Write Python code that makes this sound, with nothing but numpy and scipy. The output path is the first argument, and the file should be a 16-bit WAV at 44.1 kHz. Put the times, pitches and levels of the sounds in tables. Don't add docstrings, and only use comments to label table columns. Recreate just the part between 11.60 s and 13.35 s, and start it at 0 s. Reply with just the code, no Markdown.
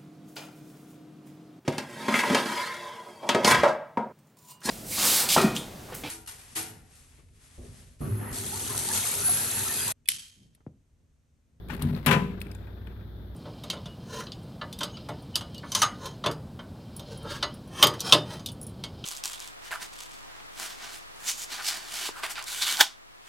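import sys
import numpy as np
from scipy import signal
from scipy.fft import rfft, irfft
from scipy.io import wavfile

SR = 44100
rng = np.random.default_rng(int(sys.argv[2]) if len(sys.argv) > 2 else 0)


def generate_wav(signal):
    frames = np.transpose(np.atleast_2d(signal))
    scaled = np.clip(frames, -1, 1) * 32767
    pcm = np.round(scaled).astype(np.int16)
    wavfile.write(sys.argv[1], SR, pcm)


N = 77175
TIME = np.arange(N) / SR
HZ = np.fft.rfftfreq(N, 1 / SR)

# frequency in Hz, relative spectral density in dB.
CLANG_SPECTRUM = [(40, -27), (120, -9.5), (240, 1), (310, -12.5), (400, -3.5), (660, -11.5), (900, -1.5),
                  (1700, -1), (2700, -1), (3700, -7), (4700, -17), (7000, -21), (12500, -32.5),
                  (16000, -33)]
# frequency in Hz, relative spectral density in dB.
SNAP_SPECTRUM = [(300, -18.5), (2000, -11), (3800, 1), (6500, -13), (9000, 0), (11000, -9), (12700, -2),
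                 (16000, -16.5)]
LIGHT_SNAP_T60 = 0.033


def amp(db):
    return 10 ** (np.asarray(db) / 20)


def unit(x):
    return x / np.sqrt(np.mean(x ** 2) + 1e-20)


def read(points, hz):
    f, value = np.transpose(points)
    return np.interp(np.log(hz + 1), np.log(f + 1), value)


def colour(x, gains):
    return irfft(rfft(x) * amp(read(gains, HZ)), N)


def add(mix, start, sound):
    part = mix[:, round(start * SR):][:, :sound.shape[-1]]
    part += sound[..., :part.shape[1]]


def fade(t60, size=N):
    return np.exp(-np.log(1000) * TIME[:size] / t60)


def rise(seconds, size=N):
    return 1 - np.exp(-TIME[:size] / seconds)


def noise(spectrum, t60=None, size=N):
    # frequency in Hz, correlation from 0 to 1.
    coherence = [(60, 0.89), (250, 0.88), (600, 0.57), (1400, 0.175), (4000, 0.065), (15000, .1)]
    hz = np.fft.rfftfreq(size, 1 / SR)
    left, independent = rfft(rng.standard_normal((2, size)))
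    shared = np.clip(read(coherence, hz), 0, 1)
    right = shared * left + np.sqrt(1 - shared ** 2) * independent
    x = unit(irfft(np.array([left, right]) * amp(read(spectrum, hz)), size))
    if t60 is None:
        return x
    f, t, frames = signal.stft(x, SR, nperseg=256)
    decay = amp(-60 * t / read(t60, f)[:, None])
    return signal.istft(frames * decay, SR, nperseg=256)[1][:, :size]


def ring(modes, size=N, start=0):
    power = sum(amp(db) ** 2 for _, db, _ in modes) / 2
    t = TIME[:size] + start
    tones = (amp(db) * fade(t60, size) * np.sin(2 * np.pi * hz * t) for hz, db, t60 in modes)
    return sum(tones) / np.sqrt(power)


def burst(spectrum, t60, size=4096):
    return noise(spectrum, size=size) * fade(t60, size)


def background():
    # frequency in Hz, relative spectral density in dB.
    spectrum = [(20, -17), (45, -18), (75, -4.5), (100, -1), (130, -10), (200, -8.5), (260, -18),
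                (340, -14.5), (600, -24.5), (1100, -33.5), (1600, -31), (2700, -48.5), (3500, -32),
                (5000, -48), (8000, -67.5), (10500, -55), (13500, -43), (16000, -52.5)]
    # frequency in Hz, level in dB.
    tones = [(58.4, -43.5), (97, -51.5)]
    hum = 0
    for hz, db in tones:
        waver = unit(irfft(rfft(rng.standard_normal(N)) * np.exp(-(HZ / 4) ** 2), N))
        depth_rad = 0.0678 * (hz / tones[0][0]) ** 2
        hum = hum + amp(db) * unit(np.sin(2 * np.pi * hz * TIME + depth_rad * waver))
    return amp(-43.5) * noise(spectrum) + hum


def reverberation(x, size=32768):
    # frequency in Hz, reverberation time in seconds.
    decay_times = [(100, 1), (1000, 0.38), (4000, 0.52), (14000, 0.43)]
    tail = noise([(20, 0), (20000, 0)], decay_times, size) * rise(0.0095, size)
    return signal.fftconvolve(x, tail / np.linalg.norm(tail[0]), axes=1)[:, :N]


def friction(levels, spectrum, slips_per_s, slip_t60):
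    slipping = rng.random(N) < slips_per_s / SR
    slips = slipping * amp(2.5 * np.minimum(rng.exponential(1, N), 2))
    puff = TIME * fade(slip_t60)
    power = abs(signal.fftconvolve(slips ** 2, puff ** 2)[:N])
    envelope = amp(np.interp(TIME, *np.transpose(levels), left=-120, right=-120))
    return envelope * unit(np.sqrt(power) * noise(spectrum))


def door_swing():
    # time in seconds, level in dB.
    levels = [(.6, -45), (.8, -50), (1.05, -51.5), (1.45, -54.5), (1.75, -64.5)]
    # frequency in Hz, relative spectral density in dB.
    spectrum = [(180, 6.5), (420, 7.5), (700, -4.5), (1600, -1), (2400, -9), (4500, -22), (8000, -40)]
    return friction(levels, spectrum, slips_per_s=60, slip_t60=0.045)


def shaft_scrape():
    # time in seconds, level in dB.
    levels = [(.085, -46.5), (.105, -44.5), (.15, -36.5), (.18, -41.5), (.29, -43.5), (.325, -46.5),
              (.365, -38), (.405, -47.5), (.46, -44.5)]
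    # frequency in Hz, relative spectral density in dB.
    spectrum = [(100, 4.5), (380, 12), (520, 2.5), (1600, 1), (4300, -9.5), (6500, -25.5), (9000, -24),
                (13000, -16), (16000, -24.5)]
    return friction(levels, spectrum, slips_per_s=300, slip_t60=0.014)


def click_clusters(size=2048):
    # start in seconds, knock level in dB, knock pitch in Hz, snap level in dB.
    clicks = [(.219, -27.5, 1108, -48), (.336, -34.5, 615, -55.5), (0.345, -36, 2490, -76),
              (.350, -31, 4170, -63), (0.804, -62, 3070, -46), (0.8155, -22, 2580, -35),
              (0.868, -34.5, 2340, -54.5), (0.9148, -38.5, 5000, -46), (0.919, -37.5, 2370, -56),
              (.949, -41.5, 7000, -46.5), (1.272, -39.5, 3040, -58)]
    step_octaves, step_db, knock_t60 = 0.159, -10.5, 0.011
    out = np.zeros((2, N))
    for start, knock_db, hz, snap_db in clicks:
        cluster = [(hz * 2 ** (k * step_octaves), abs(k) * step_db, knock_t60) for k in range(-2, 3)]
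        add(out, start, amp(knock_db) * rise(0.000318, size) * ring(cluster, size))
        add(out, start, amp(snap_db) * burst(SNAP_SPECTRUM, LIGHT_SNAP_T60))
    return out


def latch_snap(t60, size=4096):
    # frequency in Hz, relative level in dB, t60 in seconds without the hand.
    modes = [(4460, -14.5, 0.13), (4610, -5, .07), (8850, -6, 0.11), (9160, -4, .1), (10300, 8, 0.11),
             (11590, 10.5, 0.068), (12300, -2, 0.044)]
    hand_damping = fade(2 * t60, size)
    return burst(SNAP_SPECTRUM, t60, size) + amp(-8) * ring(modes, size) * hand_damping


def knocks_and_scuffs():
    # start in seconds, knock level in dB, snap level in dB.
    knocks = [(0.086, -56, -51), (0.0973, -32, -69), (0.1007, -23.5, -64), (.137, -54.5, -47.5),
              (0.15, -37, -48.5), (.165, -57.5, -48.5), (.2218, -37.5, -28), (0.371, -42, -73),
              (.95, -41, -72), (1.41, -47.5, -79), (1.029, -50, -71), (1.07, -42, -67.5), (1.269, -42, -67)]
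    # frequency in Hz, relative level in dB, t60 in seconds.
    hollow_modes = [(865, 4, 0.029), (1504, -2.5, 0.081), (1622, 2.5, 0.044), (1840, -2.5, 0.048),
                    (2455, 2, 0.03)]
    hollow = rise(0.00146) * ring(hollow_modes)
    out = np.zeros((2, N))
    for start, knock_db, snap_db in knocks:
        contact = amp(knock_db - 10) * burst(CLANG_SPECTRUM, t60=0.038)
        add(out, start, amp(knock_db) * hollow)
        add(out, start, contact + amp(snap_db) * latch_snap(LIGHT_SNAP_T60))
    return out


def sheet_pops():
    # start in seconds, level in dB, pitch in Hz, t60 in seconds.
    pops = [(.24, -20, 93, 0.19), (.511, -21, 385.7, 0.14), (.512, -18.5, 505, 0.061)]
    out = np.zeros((2, N))
    for start, db, hz, t60 in pops:
        add(out, start, amp(db) * rise(0.01) * ring([(hz, 0, t60)]))
    return out


def door_blows(size=24576):
    # start in seconds, then levels in dB of panel boom, door clang and latch snap.
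    blows = [(0.1067, -28.5, -36, -52.5), (.196, -26, -45.5, -57), (0.228, -19.5, -44.5, -60),
             (.249, -18, -55, -64.5), (0.3128, -20.5, -59, -72), (.356, -31, -51, -75),
             (.462, -63, -18, -20), (.469, -15.5, -22, -33), (.477, -37, -21.5, -44.5),
             (0.4877, -26, -24.5, -46.5), (0.5107, -22.5, -15, -31), (.5259, -25, -21, -39),
             (.534, -39.5, -23.5, -45), (0.553, -29, -44.5, -58)]
    # frequency in Hz, relative level in dB, free t60 in seconds.
    panel_modes = [(97.9, -9, 0.76), (111.4, -6.5, 0.5), (146.1, -0.5, 0.35), (154.5, 4, 0.43),
                   (176.2, -2, 0.77), (194.1, -7, 1.146), (209.9, -6, 0.51), (232.1, 0, 0.55),
                   (299, -22.5, 1.07), (403, -14, 0.93)]
    # frequency in Hz, relative level in dB, t60 in seconds.
    skin_modes = [(474, -12, 0.45), (541, -3, 0.25), (689, -9, 0.3), (815, -3, 0.2), (1002.2, 6, 0.26),
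                  (1233, -3, 0.18), (1516, -5, 0.18), (1568, -3, 0.18), (1839, -2, 0.17), (2414, -5, 0.18),
                  (2608, -1, 0.18), (2983, -4, .2)]
    # frequency in Hz, t60 in seconds.
    clang_decay = [(150, 0.8), (500, 0.41), (1500, 0.22), (3500, 0.11), (8000, 0.19), (15000, 0.11)]
    release_s, latched_t60_ratio = 0.45, 0.43
    free = ring(panel_modes)
    latched = ring([(hz, db, latched_t60_ratio * t60) for hz, db, t60 in panel_modes])
    out = np.zeros((2, N))
    for start, boom_db, clang_db, snap_db in blows:
        panels = latched if start < release_s else free
        skin = amp(-10) * ring(skin_modes, size, start) + noise(CLANG_SPECTRUM, clang_decay, size)
        crack = amp(clang_db - 0.5) * burst(CLANG_SPECTRUM, t60=0.023)
        add(out, start, amp(boom_db) * rise(0.0049) * panels)
        add(out, start, amp(clang_db) * rise(0.001, size) * skin)
        add(out, start, crack + amp(snap_db) * latch_snap(t60=0.076))
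    return out


def scene():
    # frequency in Hz, gain in dB.
    right_direct = [(60, -1), (200, -2.5), (400, -3.5), (700, -8), (1100, -14), (2500, -12.5), (4400, -10),
                    (8000, -6), (13000, 0)]
    # frequency in Hz, gain in dB.
    right_diffuse = [(60, 0.5), (400, -3), (1500, -2), (4000, -6), (13000, -1)]
    port_delay_s = 0.0001
    rubbing = shaft_scrape() + door_swing()
    cabinet = rubbing + knocks_and_scuffs() + door_blows() + sheet_pops() + click_clusters()
    delayed = irfft(rfft(cabinet[1]) * np.exp(-2j * np.pi * HZ * port_delay_s), N)
    diffuse = amp(-15) * reverberation(cabinet) + background()
    left = cabinet[0] + diffuse[0]
    right = colour(delayed, right_direct) + colour(diffuse[1], right_diffuse)
    return np.array([left, right])


def record(dry):
    lowpass = signal.firwin(401, 16000, window=("kaiser", 9), fs=SR)
    return signal.oaconvolve(dry, lowpass[None], "same")


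dry = scene()
out = record(dry)
generate_wav(out)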